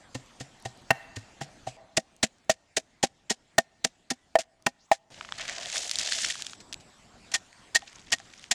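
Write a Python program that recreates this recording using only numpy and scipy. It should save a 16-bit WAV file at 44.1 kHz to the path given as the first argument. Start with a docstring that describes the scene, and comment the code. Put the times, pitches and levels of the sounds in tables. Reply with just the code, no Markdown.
"""A forest clearing: a wooden pestle pounds herbs in a wooden mortar, heard first from afar, then close.
Peanuts are poured in as clusters of short damped sines, then pounded in turn. Each blow is a burst of crushing
noise and a knock of decaying modes; the trees answer with scattered noise echoes. Wavering tones make a cricket
and far birds, coloured noise the forest air. Four shots are cut together at one microphone, whose gain control
turns down after loud blows and whose loudest peaks clip."""
import sys
import numpy as np
from scipy import signal
from scipy.fft import rfft, irfft, next_fast_len
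from scipy.io import wavfile
from scipy.ndimage import uniform_filter1d, map_coordinates

SR = 44100
rng = np.random.default_rng(int(sys.argv[2]) if len(sys.argv) > 2 else 0)


def generate_wav(sig):
    """Save sig (samples, or channels by samples) to the path in sys.argv[1] as 16-bit PCM at SR."""
    pcm = np.round(np.clip(np.atleast_2d(sig).T, -1, 1) * 32767).astype(np.int16)
    wavfile.write(sys.argv[1], SR, pcm)


N = 376613

# All levels are relative, ahead of the gains in the functions.
# Shots, far and close: (start [s], echo of the trees [dB], ground relative to base [dB],
# ring of the bowl under crushing [dB], life of ground and crumbs [1 = full], lift of the pestle's top mode [dB])
SHOTS = [(0, -21.5, 1, -11, 1.1, 15), (1.769, -41.5, -10.5, -10.5, .3, 5), (5.103, -33, -5, -10, .3, -6),
         (7.062, -38.5, 1, -5, .3, -20)]

# Forest air in each shot: (rumble level [dB], rustle level [dB])
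AIR_LEVELS = [(-58, -59.5), (-66, -68), (-58, -59.5), (-60, -59)]
# Colour of the low outdoor rumble: (frequency [Hz], density [dB per Hz])
RUMBLE_COLOUR = [(12, -38), (20, 3), (59, -2), (243, -2.5), (468, -10), (612, -7.5), (748, -6),
                 (1100, -24.5), (1430, -37.5), (2420, -120)]
# Colour of leaves and fire: (frequency [Hz], density [dB per Hz])
RUSTLE_COLOUR = [(530, -29.5), (900, -3.5), (1650, -5.5), (3150, -7), (5590, -10), (7760, -10.5),
                 (13300, -33.5), (14400, -31), (15000, -54), (16500, -60)]
# Insects, far birds and one brief rustle, as wavering bands:
# (start [s], end [s], start pitch [Hz], end pitch [Hz], width [Hz], level [dB])
SONGS = [(0, .3, 7500, 7500, 150, -74), (4.785, 4.87, 4000, 7200, 2500, -62),
         (5.11, 7.06, 7720, 7720, 120, -66), (1.8, 1.96, 4100, 4100, 200, -76),
         (4.17, 4.29, 1960, 1960, 110, -74), (3.245, 3.265, 7100, 7500, 150, -72),
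         (3.47, 3.51, 7200, 7900, 150, -70)]

# Blows; food is crushed, then wood meets wood: (time [s], crush level [dB], crush length [s], knock delay [ms],
# bowl level [dB], favoured bowl pitch [Hz], base relative to bowl [dB], pestle relative to bowl [dB])
BLOWS = [(0.1434, -27, 0.023, 3.3, -28, 1020, 1, -7.5), (0.397, -28, 0.028, 6, -37, 767, 4.6, -2),
         (0.6488, -26, 0.022, 2.8, -23, 744, -7.5, -13.5),
         (0.9021, -25.5, 0.0091, 2.9, -11, 758, -14, -4.5), (1.156, -23, 0.017, 8.3, -39, 570, 6.5, 4),
         (1.406, -30.5, 0.043, 2.5, -24.5, 800, -7.5, -5.5),
         (1.665, -34, 0.11, 2.2, -21.5, 673, -15.5, -21), (1.9652, -6, 0.019, 8.6, -16.5, 659, -6.5, -6.5),
         (2.226, -7.5, 0.027, 5.2, -15.5, 638, -5, -15.5), (2.493, -9.5, 0.032, 2.1, -10.5, 607, -16, -9.5),
         (2.7634, -6, 0.021, 7.5, -16.5, 618, -11, -16), (3.026, -7, 0.029, 7.4, -12.5, 819, -4.5, -13.5),
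         (3.295, -9.5, 0.032, 10, -19.5, 744, -6.5, -8),
         (3.5801, -0.5, 0.0076, 1.8, -7.5, 701, -10.5, -3.5), (3.8415, -2, 0.014, 4.2, -17, 693, -4, -4),
         (4.1, -9.5, 0.021, 8.6, -19.5, 848, -5, -7), (4.353, -18, 0.0069, 1.6, -2.5, 642, -47.5, -14),
         (4.385, -12, 0.036, 0.328, -15.5, 676, -14, -19), (4.6617, -4.5, 0.0107, 3, -8, 867, -12, -4.5),
         (4.912, -15.5, 0.072, 3, -2, 800, -35, -13.5), (7.313, -30.5, 0.026, 5, -37, 760, -22, -2.5),
         (7.3345, -10, 0.031, 13, -29, 780, -25, 16), (7.7447, -7, 0.031, 8, -21.5, 770, -49.5, 13.5),
         (7.818, -50, 0.011, 3, -34, 820, -30, -14), (8.1165, -8, .031, 10.5, -23.5, 710, -11, 16),
         (8.191, -39, .01, 2.8, -36.5, 830, -32, -21), (8.509, -6, 0.02, 2.1, -24, 744, -14, 4)]
# Colour of crushed food: (frequency [Hz], density [dB per Hz])
PASTE_COLOUR = [(590, -22.5), (1000, -18), (1210, -21.5), (1840, -9.5), (2170, -11.5), (7260, -8.5),
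                (12900, -33.5), (14800, -50), (16500, -62)]
# Air and wall of the bowl under small contacts: (centre [Hz], width [Hz], level [dB])
HOLLOW_MODES = [(655, 110, -12.5), (1780, 480, -1.5), (3360, 510, -2.5)]
# Modes of the ground under the mortar: (frequency [Hz], level [dB], nominal t60 [s])
GROUND_MODES = [(126, 2, 0.11)]
# Modes of the mortar's base: (frequency [Hz], level [dB], t60 [s])
BASE_MODES = [(176.9, 2.2, 0.041), (242.1, 1.3, 0.063), (380, 5.6, 0.031), (487, 3.5, 0.037)]
# Modes of the bowl, leaning toward each blow's pitch: (nominal frequency [Hz], level [dB], t60 [s])
BOWL_MODES = [(494, -9, 0.075), (656, 4, 0.05), (783.4, 2, 0.051), (1010, -4.5, 0.039)]
# Modes of the pestle: (frequency [Hz], level [dB], t60 [s])
PESTLE_MODES = [(1845, 4, .044), (1180, -14, .03), (1480, -16, .03), (2200, -14, .025), (2710, -8, .03)]
# How long the trunks answer in each band: (frequency [Hz], t60 [s])
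TREE_DECAY = [(150, 0.41), (700, 0.94), (1500, 0.96), (2700, 0.94), (8000, 0.5)]
# A knock just before the second shot leaves its echo in it: (time [s], bowl level [dB])
EARLIER_KNOCK = (1.66, 5.9)
# Thin ticks, perhaps the fire: (time [s], level [dB], middle pitch [Hz])
TICKS = [(0.261, -48, 6800), (0.601, -46, 7700), (0.6245, -38, 7810), (0.7746, -46, 7330),
         (0.8205, -47, 6350), (2.165, -42, 7650), (2.3845, -51, 7730), (2.4468, -51, 7900),
         (4.6242, -39.5, 6700)]

# Nuts tumbling in the pour: (time [s], level [dB], middle pitch [Hz])
POUR = [(5.103, -57.5, 3600), (5.36, -53.5, 3470), (5.4, -42.5, 2780), (5.64, -41, 3600),
        (5.77, -32.5, 5600), (5.9, -38.5, 6050), (5.97, -44.5, 5300), (6.0, -35.5, 4280), (6.2, -32, 5200),
        (6.31, -34.5, 5040), (6.33, -43, 5030), (6.45, -45, 5100), (6.56, -55, 5700)]
# Nuts rolling between blows: (time [s], level [dB], middle pitch [Hz])
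ROLL = [(7.79, -54.5, 3950), (8.09, -57.5, 3930), (8.17, -62, 3950), (8.36, -58, 4070), (8.43, -47.5, 4500),
        (8.49, -63, 4050)]
# Single nuts that click: (time [s], level [dB], middle pitch [Hz])
NUT_CLICKS = [(5.2102, -19, 1620), (5.2484, -26, 1810), (5.2892, -25, 1360), (5.3228, -14, 2140),
              (5.3966, -19.5, 2690), (5.4802, -19, 3800), (5.4962, -14, 4060), (5.568, -26, 3560),
              (5.583, -18.5, 4150), (5.658, -17.5, 4900), (5.7005, -17, 4700), (5.759, -16.5, 2860),
              (5.7684, -10.5, 5000), (5.8177, -37, 6550), (5.895, -13.5, 6560), (5.913, -3, 8300),
              (5.957, -10.5, 7700), (5.987, -5.5, 7640), (6.0062, -19.5, 3700), (6.0746, -17, 5200),
              (6.1865, -15.5, 3880), (6.2464, -15, 3400), (6.2701, -17, 6850), (6.3076, -12, 6590),
              (6.355, -25.5, 1920), (6.3968, -31, 1780), (6.422, -12, 7160), (6.4667, -15, 6400),
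              (6.4966, -29, 6060), (6.5332, -25, 1820), (6.727, -15.5, 6500), (6.7321, -19, 7340),
              (6.7424, -18.5, 6000), (7.5288, -37, 4050), (7.8212, -29, 1900), (7.9294, -27, 5570),
              (7.9854, -37, 3430), (8.185, -27, 3680), (8.2003, -27, 3150), (8.3946, -33, 3600),
              (8.4093, -49, 3660), (8.441, -27, 3640)]
# Colour of nut on nut: (frequency [Hz], level [dB])
SHELL_COLOUR = [(300, -54), (650, -15), (1100, -4.5), (1800, 0.5), (4000, 1), (7000, 5.5), (10000, -5.5),
                (15000, -18)]
# Soft scuffs after the pour: (time [s], level [dB])
SCUFFS = [(6.5986, -38.5), (6.797, -40.5)]

# Gain control, a quick and a slow stage: (pull-down for each dB over [dB per s], recovery time constant [s])
GAIN_STAGES = [(24.7, .2), (3, 1.2)]

SNAP_DB, SNAP_DB_PER_MS = -1, -1.5  # a short delay before the knock gives the crush a harder first snap
SPATTER_DB = -29.5  # relative to the crush
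LEAD = 170  # samples of soft first contact
DRUM_DB, DRUM_DB_PER_S = -9.5, -15.5  # the bowl drums under the pour, less as it fills
GAIN_FROM_DB, SENSE_S = -23.5, 0.018  # gain control threshold and averaging time
TOP_HZ = 16600  # band limit


def amp(db):
    """Gain of a level in dB."""
    return 10 ** (np.asarray(db) / 20)


def unit(x):
    """x at rms 1."""
    return x / np.sqrt(np.mean(x ** 2) + 1e-20)


def along(points, hz):
    """(frequency [Hz], value) points read on a log frequency axis."""
    f, v = np.transpose(points)
    return np.interp(np.log(hz + 1), np.log(f + 1), v)


def curves(rows):
    """One value per sample for each column after the time."""
    s, *cols = np.transpose(rows)
    return [np.interp(np.arange(N) / SR, s, c) for c in cols]


def wobble(rate):
    """A smooth random curve, rate knots a second."""
    knots = rng.standard_normal(int(N * rate / SR) + 4)
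    return map_coordinates(knots, [np.arange(N) * rate / SR])


def filtered(x, response):
    """x times a complex response of frequency."""
    m = next_fast_len(len(x) + 8192)
    return irfft(rfft(x, m) * response(np.fft.rfftfreq(m, 1 / SR)), m)[:len(x)]


def resonance(hz, centre, width):
    """Response of one damped resonance, 1 at its centre."""
    return 1j * hz * width / (centre ** 2 - hz ** 2 + 1j * hz * width)


def shot(s):
    """The row of the shot that holds the moment s, and the sample where it ends."""
    row = [row for row in SHOTS if row[0] <= s][-1]
    later_cuts = [round(row[0] * SR) for row in SHOTS if row[0] > s]
    return row, min([N] + later_cuts)


def add(track, s, sound):
    """Mixes a sound in at s seconds; it ends where its shot ends."""
    start, end = round(s * SR), shot(s)[1]
    track[start:end][:len(sound)] += sound[:end - start]


def patchy(spectrum, patchy_db):
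    """Coloured noise of rms 1 with soft patches of random gain."""
    z = signal.stft(rng.standard_normal(N), nperseg=512)[2]
    field = uniform_filter1d(rng.standard_normal(z.shape), 8, 0)  # smooth over frequency
    field = uniform_filter1d(field, 10, 1)  # then over time
    noise = signal.istft(z * amp(patchy_db * unit(field)), nperseg=512)[1][:N]
    return unit(filtered(noise, lambda hz: amp(along(spectrum, hz))))


def air():
    """A low outdoor rumble and the rustle of leaves and fire, both noise that swells a little."""
    cuts = [round(row[0] * SR) for row in SHOTS]
    which = np.searchsorted(cuts, np.arange(N), "right") - 1
    rumble_db, rustle_db = np.transpose(AIR_LEVELS)[:, which]
    rumble = amp(rumble_db + 1.4 * wobble(8.2)) * patchy(RUMBLE_COLOUR, patchy_db=2.0)
    rustle = amp(rustle_db + .7 * wobble(9.9)) * patchy(RUSTLE_COLOUR, patchy_db=3.0)
    return rumble + rustle


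def songs():
    """Insects, far birds and a brief rustle: each a steady or gliding tone shaken by slow noise."""
    out = np.zeros(N)
    for start, end, from_hz, to_hz, width_hz, db in SONGS:
        u = np.linspace(0, 1, int((end - start) * SR))
        phase = 2 * np.pi * np.cumsum(from_hz + (to_hz - from_hz) * u) / SR
        in_phase = wobble(width_hz)[:len(u)] * np.sin(phase)
        quadrature = wobble(width_hz)[:len(u)] * np.cos(phase)
        fade = np.clip(8 * u * (1 - u), 0, 1)
        add(out, start, amp(db) * (in_phase + quadrature) * fade)
    return out


def hollow(hz):
    """The bowl's air and wall answer small contacts as a few broad resonances."""
    return sum(amp(db) * resonance(hz, centre, width) for centre, width, db in HOLLOW_MODES)


def crush(db, length, snap_db, ring_db, spatter_db, life):
    """Dense snaps while the food gives way, sounding the bowl; then a faint spatter as it falls back."""
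    t = np.arange(SR // 4) / SR
    bursts_db = 2.7 * map_coordinates(rng.standard_normal(len(t)), [t * 700])
    spiky = rng.standard_normal(len(t)) * amp(bursts_db)
    length = np.clip(length, .002, .05)
    press = (1 - np.exp(-(t / 0.0063) ** 2)) * np.exp(-(t / length) ** 3 * 2)
    snap = amp(snap_db) * np.exp(-((t - .0035) / 0.0037) ** 2)
    spatter = amp(spatter_db) * np.exp(-((t - length - .016) / 0.0058) ** 2)
    crumbs = amp(-14.5 - 60 * t / (0.29 * life)) * (t > .003)
    paste = unit(filtered(spiky, lambda hz: amp(along(PASTE_COLOUR, hz))))
    paste = paste * (press + snap + spatter + crumbs)
    paste[:LEAD] *= amp(np.linspace(-20, 0, LEAD))  # the first crumbs give way softly
    bowl = amp(ring_db + 3.0) * filtered(unit(spiky) * press, hollow)
    return amp(db - 11.5) * (paste + bowl)


def knock(bowl_db, ground_db, base_db, pestle_db, bowl_hz, ground_life, lift_db):
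    """Struck wood rings in decaying, drifting modes, the bowl's near bowl_hz favoured; hard knocks start fast."""
    t = np.arange(SR // 5) / SR
    # the spot that is hit pulls the bowl's pitches and favours the nearest
    bowl = [(hz * (bowl_hz / hz) ** .2, db - 26 * abs(np.log(hz / bowl_hz)), t60)
            for hz, db, t60 in BOWL_MODES]
    ground = [(hz, db, t60 * ground_life) for hz, db, t60 in GROUND_MODES]
    rod = [(hz, db + lift_db * (hz > 2500), t60) for hz, db, t60 in PESTLE_MODES]
    # (modes, level [dB], relative pitch scatter)
    parts = [(ground, ground_db, .06), (BASE_MODES, base_db, .08), (bowl, 0, .01), (rod, pestle_db, .008)]
    ring = np.zeros(len(t))
    for modes, part_db, scatter in parts:
        for hz, mode_db, t60 in modes:
            decay = amp(part_db + mode_db + rng.normal(0, 2.4) - 60 * t / t60)
            drift = .011 * np.cumsum(rng.standard_normal(len(t)))  # wandering phase [rad]
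            ring += decay * np.sin(2 * np.pi * hz * rng.normal(1, scatter) * t + drift)
    thwack = rng.standard_normal(len(t)) * amp(-60 * t / .03)  # the many short modes between
    thwack = filtered(thwack, lambda hz: resonance(hz, 1400, 900))
    ring += amp(pestle_db + 8 + 0.77 * lift_db) * thwack
    rise_s = np.clip(0.00086 * amp(-.9 * (bowl_db + 4)), 1e-4, .007)
    return amp(bowl_db + 0.5) * ring * (1 - np.exp(-(t / rise_s) ** 2))


def trees(x):
    """The scattered answer of the trunks: a noise tail, each band dying at its own speed."""
    hz, t, z = signal.stft(rng.standard_normal(SR // 2), SR, nperseg=256)
    t60 = np.clip(along(TREE_DECAY, hz), .05, 5)[:, None]
    tail = signal.istft(z * amp(-60 * t / t60) * (t > .02), SR, nperseg=256)[1]
    return signal.fftconvolve(x, tail / np.linalg.norm(tail))


def earlier_echo(out):
    """Mixes in the trees' late answer to the knock just before the second shot."""
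    cut, wet_db, _, _, life, lift_db = SHOTS[1]
    knock_s, bowl_db = EARLIER_KNOCK
    before = knock(bowl_db, -30, -25, -15, 690, life, lift_db)
    add(out, cut, amp(wet_db) * trees(before)[round((cut - knock_s) * SR):])


def pestle():
    """Each blow crushes food, then knocks wood; both get a fresh echo from the trees."""
    out = np.zeros(N)
    for s, crush_db, length, delay_ms, bowl_db, bowl_hz, base_db, pestle_db in BLOWS:
        _, wet_db, ground_db, ring_db, life, lift_db = shot(s)[0]
        snap_db = SNAP_DB + SNAP_DB_PER_MS * delay_ms
        food = crush(crush_db, length, snap_db, ring_db, SPATTER_DB, life)
        wood = knock(bowl_db, base_db + ground_db, base_db, pestle_db, bowl_hz, life, lift_db)
        for start, sound in [(s, food), (s + delay_ms / 1000, wood)]:
            add(out, start, sound)
            add(out, start, amp(wet_db) * trees(sound))
    earlier_echo(out)
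    return out


def grains(s, db, hz, cycles):
    """Each small contact is a damped sine with a soft start, decaying over so many cycles."""
    n = np.arange(192)
    turns = hz[:, None] * n / SR
    envelope = np.exp(-turns / cycles) * (1 - np.exp(-(turns / 0.31) ** 2))
    shapes = amp(db)[:, None] * np.sin(2 * np.pi * turns) * envelope
    at = (s * SR).astype(int)[:, None] + n
    return np.bincount(at.ravel(), shapes.ravel(), N + 192)[:N]


def clicks(rows, spread, length):
    """A click is a quick cluster of ten short rings spread around its pitch, the later ones fainter."""
    s, db, hz = (np.repeat(c, 10) for c in np.transpose(rows))
    late = rng.exponential(1, len(s))
    offset = np.tile(np.linspace(-1.5, 1.5, 10), len(rows)) + rng.normal(0, .15, len(s))
    ring_hz = np.clip(hz * np.exp(spread * offset), 900, 10000)
    return grains(s + length * late, db - 7.0 - 3 * late, ring_hz, cycles=0.71)


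def ticks():
    """Thin ticks, perhaps the fire: tight clusters of short high rings."""
    return amp(11.0) * clicks(TICKS, spread=0.14, length=0.00051)


def tumble(rows, per_second, spread_db, clump_db):
    """Hard nuts knock together at random, in clumps; the higher contacts ring shorter and are weighted up."""
    level_db, centre_hz = curves(rows)[:2]
    start, end = rows[0][0], rows[-1][0]
    draw = rng.random((int(per_second * (end - start)), 2))
    s = start + draw[:, 0] * (end - start)
    at = (s * SR).astype(int)
    hz = np.clip(centre_hz[at] * np.exp(rng.normal(0, 0.539, len(s))), 500, 10000)
    size_db = -spread_db * np.log(draw[:, 1] + 0.00079)  # few strong contacts, many weak
    size_db = size_db + clump_db * wobble(220)[at] + 10 * np.log10(hz)
    rattle = grains(s, size_db, hz, cycles=1.56)
    return amp(level_db) * rattle / np.std(rattle[int(start * SR):int(end * SR)])


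def drumming():
    """Nuts landing drum the air in the bowl: uneven noise through one resonance, fading as it fills."""
    level_db, since = curves(POUR)[0], np.arange(N) / SR - POUR[0][0]
    pouring = (since > 0) * (since < POUR[-1][0] - POUR[0][0])
    landing = rng.standard_normal(N) * amp(3.5 * wobble(45)) * pouring
    drum = unit(filtered(landing, lambda hz: resonance(hz, 660, 130)))
    return amp(level_db + DRUM_DB + DRUM_DB_PER_S * since) * drum


def scuffs():
    """Soft scuffs after the pour, each a short quiet crush."""
    out = np.zeros(N)
    for s, db in SCUFFS:
        add(out, s, crush(db, length=0.025, snap_db=-14, ring_db=-9, spatter_db=-25, life=.3))
    return out


def nuts():
    """Pour, rolling and single clicks, coloured by shell and bowl, with the drumming and the scuffs."""
    pour = amp(1.76 * wobble(25)) * tumble(POUR, per_second=6800, spread_db=2, clump_db=3.5)
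    roll = tumble(ROLL, per_second=2500, spread_db=3.3, clump_db=5)
    single = amp(5.5) * clicks(NUT_CLICKS, spread=0.52, length=0.0008)
    in_bowl = lambda hz: (1 + amp(-9.5) * hollow(hz)) * amp(along(SHELL_COLOUR, hz))
    return filtered(single + pour + roll, in_bowl) + drumming() + scuffs()


def gain_control(x):
    """Level over the threshold pulls the gain down; it creeps back in two stages, afresh in each shot."""
    size = int(SENSE_S * SR)
    # padding delays the average so that it only looks back
    power = np.abs(np.pad(uniform_filter1d(x ** 2, size), (size // 2, 0))[:N])
    over_db = np.clip(10 * np.log10(power + 1e-12) - GAIN_FROM_DB, 0, None)
    parts = np.split(over_db, [round(row[0] * SR) for row in SHOTS[1:]])
    down_db = np.zeros(N)
    for pull, recovery_s in GAIN_STAGES:
        feedback = [1, -np.exp(-1 / (recovery_s * SR))]
        down_db += np.concatenate([signal.lfilter([pull / SR], feedback, p) for p in parts])
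    return x * amp(-down_db)


def scene():
    """Everything at one microphone."""
    return (pestle() + nuts() + ticks() + air() + songs())[None]


def record(dry):
    """The microphone loses deep bass and high treble; then gain control, near-hard clipping and a band limit."""
    microphone = lambda hz: 1j * hz / (35 + 1j * hz) / (1 + 1j * (hz / 11000) ** 3)
    heard = gain_control(filtered(dry[0], microphone))
    clipped = heard / (1 + np.abs(heard / .38) ** 12) ** (1 / 12)
    return filtered(clipped, lambda hz: hz < TOP_HZ)[None]


dry = scene()
out = record(dry)
generate_wav(out)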